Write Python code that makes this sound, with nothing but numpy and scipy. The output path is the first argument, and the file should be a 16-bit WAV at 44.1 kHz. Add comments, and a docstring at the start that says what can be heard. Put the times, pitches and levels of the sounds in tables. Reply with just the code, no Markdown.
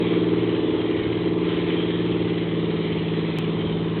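"""A floatplane runs past at take-off power on calm water, some way off from the microphone.
Its nine-cylinder radial engine puffs unevenly, so the drone throbs once per engine cycle; the
three-blade propeller hums and slaps, the exhaust rasps and spray hisses over a low rumble.
As the plane comes abeam the pitch sags and the exhaust turns deeper. The camera microphone keeps
only a narrow band. Near the end the sound skips once, with a dry tick."""
import sys
import numpy as np
from scipy import signal
from scipy.fft import rfft, irfft, next_fast_len
from scipy.io import wavfile
from scipy.ndimage import uniform_filter1d, map_coordinates

SR = 44100
rng = np.random.default_rng(int(sys.argv[2]) if len(sys.argv) > 2 else 0)


def put_to_file(sound):
    """Save the sound as 16-bit audio at rate SR, in the file named by the first command-line argument."""
    columns = np.atleast_2d(sound).T  # one column per channel
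    safe = np.clip(columns, -1, 1)
    whole_steps = np.round(safe * 32767)
    wavfile.write(sys.argv[1], SR, whole_steps.astype(np.int16))


N = 176400

CYLINDER_COUNT, BLADE_ORDER = 9, 6  # firings and blade passes per engine cycle (two shaft turns)
SKIP_S, SKIP_CYCLES = 3.387, 0.425  # when the sound skips, and how far the engine's rhythm jumps
# The pass as heard from the microphone: (time [s], exhaust gain [dB], how far abeam [0-1])
PASS_BY = [(0, 3.9, 0.66), (.3, 1, 0), (.7, 0.15, 0.14), (1.05, -.7, 0.11), (1.25, -1.7, 0), (1.7, -1.4, 0),
           (1.97, -0.5, 0.28), (2.12, -0.4, 0.19), (2.5, -.5, 0.72), (2.8, 0.7, 1), (4, -.5, 0.87)]
# The cylinders in firing order: (puff lag [firing intervals], puff gain ahead [dB],
# puff gain abeam [dB], rasp lag [firing intervals], rasp gain [dB])
CYLINDER_PUFFS = [(1.059, 1.4, 3.8, 0.0, 0.0), (0.946, 5.7, 7.6, 0.08, 0.0), (0.15, 3.1, 7.7, 0.0, -3.0),
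                  (0.648, 5.2, 6.0, -0.12, -1.0), (0.581, 1.0, 1.5, 0.27, 2.0),
                  (0.926, -0.4, -3.7, 0.13, 2.0), (0.49, -7.1, -5.5, 0.12, 1.5),
                  (1.1, -4.9, -8.5, 0.29, 0.0), (0.607, -4.0, -8.8, 0.0, -4.0)]
# Colour of both the exhaust rasp and the spray: (frequency [Hz], gain [dB])
HISS_COLOUR = [(760, -24), (1300, -5), (1440, -7.5), (2000, 0), (2370, -1), (2650, -4.5), (3180, 2),
               (3910, -8), (4070, -12), (4300, -27), (5590, -52), (9460, -120)]


def amp(db):
    """Decibels to gain."""
    return 10 ** (np.asarray(db) / 20)


def unit(x):
    """x scaled to rms 1."""
    return x / np.sqrt(np.mean(x ** 2) + 1e-20)


def along(points, hz):
    """(frequency, value) points read off at hz on a log axis."""
    freqs, values = np.transpose(points)
    return np.interp(np.log(hz + 1), np.log(freqs + 1), values)


def curves(rows):
    """One value per sample for each column after the time."""
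    times, *columns = np.transpose(rows)
    return [np.interp(np.arange(N) / SR, times, column) for column in columns]


def wobble(rate):
    """A smooth random curve with rate knots a second."""
    return map_coordinates(rng.standard_normal(1024), [np.arange(N) * rate / SR], mode="mirror")


def filtered(x, response):
    """x through a filter whose gain is response(hz)."""
    size = next_fast_len(N + SR // 4)
    return irfft(rfft(x, size) * response(np.fft.rfftfreq(size, 1 / SR)), size)[:N]


def lowpassed(x, top_hz):
    """x cut off steeply above top_hz."""
    return filtered(x, lambda hz: 1 / np.sqrt(1 + (hz / top_hz) ** 120))


def coloured(x, colour, patchy_db):
    """x in the given colour at rms 1, with drifting patches of gain."""
    frames = signal.stft(x, nperseg=1024)[2]
    patches = uniform_filter1d(rng.standard_normal(frames.shape), 6, axis=0)
    patches = unit(uniform_filter1d(patches, 14, axis=1))
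    patchy = signal.istft(frames * amp(patchy_db * patches), nperseg=1024)[1][:N]
    return unit(filtered(patchy, lambda hz: amp(along(colour, hz))))


def turbulence(cycle, repeat_share):
    """White noise of which a share comes back alike in every engine cycle."""
    one_cycle = rng.standard_normal(int(N / cycle[-1]))
    alike = map_coordinates(one_cycle, [cycle % 1 * len(one_cycle)], mode="grid-wrap")
    return np.sqrt(repeat_share) * unit(alike) + np.sqrt(1 - repeat_share) * rng.standard_normal(N)


def rumble():
    """Air and water lay a low, gently wavering bed under the plane."""
    # Colour of the rumble: (frequency [Hz], gain [dB])
    rumble_colour = [(20, -18), (40, -11), (60, -6), (90, 1.5), (140, -1), (230, -1), (330, -1), (450, -2),
                     (560, -7), (750, -22), (1500, -60)]
    return amp(-35.5 + 0.64 * wobble(5)) * coloured(rng.standard_normal(N), rumble_colour, patchy_db=1.5)


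def spray():
    """Spray from the floats hisses evenly beneath the rasp."""
    return amp(-1.5) * coloured(rng.standard_normal(N), HISS_COLOUR, patchy_db=3)


def propeller(cycle, abeam):
    """A wash of churned air, and one slap per shaft turn that fades as the plane comes abeam."""
    # Colour of the slap: (frequency [Hz], gain [dB])
    slap_colour = [(400, -37), (600, -8), (740, -4.5), (820, 9.5), (1050, -5), (1400, -8), (2500, -32)]
    # Colour of the churned air: (frequency [Hz], gain [dB])
    wash_colour = [(350, -31.5), (560, -5), (700, 2.5), (770, -2), (900, 2.5), (1100, 1), (1300, -5.5),
                   (1500, -21.5), (2000, -44)]
    # Gain on slap and wash together: (time [s], gain [dB])
    propeller_gain = [(0, -40), (.6, -41), (1.3, -42), (1.75, -41), (2.1, -43.5), (3, -42), (4, -40.5)]
    gain_db, = curves(propeller_gain)
    turns = np.floor(2 * cycle - 0.57 + 0.0031 * wobble(40))  # steps up about 0.57 into each turn
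    impulses = np.diff(turns, prepend=turns[0])
    slap = amp(-10 - 6.5 * abeam) * coloured(impulses, slap_colour, patchy_db=4)
    wash = amp(-0.64) * coloured(turbulence(cycle, repeat_share=0.12), wash_colour, patchy_db=0.5)
    return amp(gain_db) * (slap + wash)


def blade_buzz(cycle, abeam, fade_db, flutter_db):
    """The blade tips throw a faint pitched edge forward, so it fades as the plane comes abeam."""
    # Overtones of the blade rate: (multiple [-], level from ahead [dB])
    overtones = [(6, -52.5), (7, -47.5), (8, -51.5), (9, -51.5), (10, -55)]
    blade_phase = 2 * np.pi * BLADE_ORDER * cycle
    buzz = sum(amp(db + flutter_db * wobble(4)) * np.sin(k * blade_phase) for k, db in overtones)
    return buzz * amp(-fade_db * abeam)


def exhaust_rasp(cycle):
    """Each cylinder lets out a ragged burst of hiss as it fires."""
    burst_width = 0.28  # in firing intervals
    gate = np.zeros(N)
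    for i, (_, _, _, lag, db) in enumerate(CYLINDER_PUFFS):
        from_burst = ((cycle - (i + lag) / CYLINDER_COUNT + 0.5) % 1 - 0.5) * CYLINDER_COUNT
        gate += amp(db) * np.exp(-0.5 * (from_burst / burst_width) ** 2)
    bursts = turbulence(cycle, repeat_share=0.22) * gate * amp(2.2 * wobble(130))
    return amp(-3) * coloured(bursts, HISS_COLOUR, patchy_db=1.6)


def deep_tones(cycle, waver_db):
    """The firing rate and the blade rate each hum as a clean, deep tone."""
    # The two tones over the pass: (time [s], firing level [dB], blade level [dB])
    tone_levels = [(0, -26, -34.5), (.45, -27, -30.5), (.75, -33.5, -36.5), (1.05, -31, -34.5),
                   (1.4, -26, -35), (1.75, -27, -35.5), (2.05, -25.5, -31.5), (2.6, -25.5, -35),
                   (3.1, -24.5, -36), (4, -25.5, -34.5)]
    firing_db, blade_db = curves(tone_levels)
    firing_phase = 2 * np.pi * (CYLINDER_COUNT * cycle - 0.23)  # lags by 0.23 of a firing interval
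    firing = amp(firing_db + waver_db * wobble(8.6)) * np.sin(firing_phase)
    blades = amp(blade_db + waver_db * wobble(2.9)) * np.sin(2 * np.pi * BLADE_ORDER * cycle)
    return blades - firing


def exhaust_drone(cycle, speed, abeam, flutter_db, unsteady_db):
    """Nine uneven puffs a cycle sound through the pipe; their balance shifts as the plane passes."""
    # Response of the exhaust pipe from ahead: (frequency [Hz], gain [dB])
    pipe_ahead = [(133.0, -62.0), (190.0, -64.5), (230.0, -51.0), (270.0, -34.6), (315.0, -37.0),
                  (385.0, -46.1), (425.0, -33.6), (480.0, -46.8), (520.0, -56.2), (560.0, -62.6),
                  (700.0, -70.0)]
    # Response of the exhaust pipe from abeam: (frequency [Hz], gain [dB])
    pipe_abeam = [(133.0, -70.3), (190.0, -53.8), (230.0, -47.9), (270.0, -42.5), (315.0, -48.1),
                  (385.0, -48.6), (425.0, -39.6), (480.0, -56.4), (520.0, -59.0), (560.0, -66.9),
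                  (700.0, -70.0)]
    lag, ahead_db, abeam_db, _, _ = np.transpose(CYLINDER_PUFFS)
    puff_at = (np.arange(CYLINDER_COUNT) + lag) / CYLINDER_COUNT
    drone = np.zeros(N)
    for order in np.setdiff1d(np.arange(7, 36), CYLINDER_COUNT):  # deep_tones plays the firing rate
        puffs = np.exp(-2j * np.pi * order * puff_at)
        front = puffs @ amp(ahead_db) * amp(along(pipe_ahead, order * speed[0]))
        side = puffs @ amp(abeam_db) * amp(along(pipe_abeam, order * speed[-1]))
        strength = (1 - abeam) * abs(front) + abeam * abs(side)
        phase = np.angle((1 - abeam) * front + abeam * side)
        drone -= strength * amp(flutter_db * wobble(6.5)) * np.cos(2 * np.pi * order * cycle + phase)
    surge_db = 1.3 * np.cos(2 * np.pi * (cycle - 0.3))  # one swell per cycle
    return drone * amp(surge_db + unsteady_db * wobble(25))


def scene():
    """The plane from across the water: one shaft drives engine and propeller, over spray and rumble."""
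    # Engine speed as heard at the microphone: (time [s], speed [cycles/s])
    engine_speed = [(0.0, 19.144), (0.4, 19.182), (1.0, 19.143), (1.7, 19.134), (2.1, 19.052),
                    (2.4, 18.705), (2.8, 18.345), (3.3, 18.25), (4, 18.45)]
    # Gain on rasp and spray together: (time [s], gain [dB])
    hiss_gain = [(0, -38), (.16, -36), (.27, -38.7), (.37, -37.5), (.65, -40), (1.2, -38.5), (1.36, -41.5),
                 (1.52, -36), (1.87, -36.5), (2, -39), (2.6, -39.5), (2.85, -38.5), (3.05, -39.5),
                 (3.3, -38.3), (3.8, -41.8), (4, -41)]
    speed, = curves(engine_speed)
    hiss_db, = curves(hiss_gain)
    exhaust_db, abeam = curves(PASS_BY)
    cycle = np.cumsum(speed) / SR + SKIP_CYCLES * (np.arange(N) / SR > SKIP_S)
    bed = rumble()
    exhaust = amp(exhaust_db) * exhaust_drone(cycle, speed, abeam, flutter_db=0.68, unsteady_db=0.9)
    hum = deep_tones(cycle, waver_db=0.67)
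    blades = propeller(cycle, abeam) + blade_buzz(cycle, abeam, fade_db=7.5, flutter_db=1.5)
    hiss = (exhaust_rasp(cycle) + spray()) * amp(hiss_db + 0.2 * wobble(12))
    return (bed + hiss + blades + hum + exhaust)[None]


def skip_tick(decay_s, low_cut_hz):
    """A thin, dry tick where the sound skips."""
    since = np.arange(N) / SR - SKIP_S
    jump = amp(-17) * (since > 0) * np.exp(-abs(since) / decay_s)
    return filtered(jump, lambda hz: hz / np.hypot(hz, low_cut_hz))


def record(dry):
    """The camera microphone keeps a narrow band, in mono; only the tick reaches higher."""
    narrow = lowpassed(dry[0], top_hz=4457)
    tick = skip_tick(decay_s=0.0006, low_cut_hz=3200)
    return lowpassed(narrow + tick, top_hz=16000)[None]


dry = scene()
out = record(dry)
put_to_file(out)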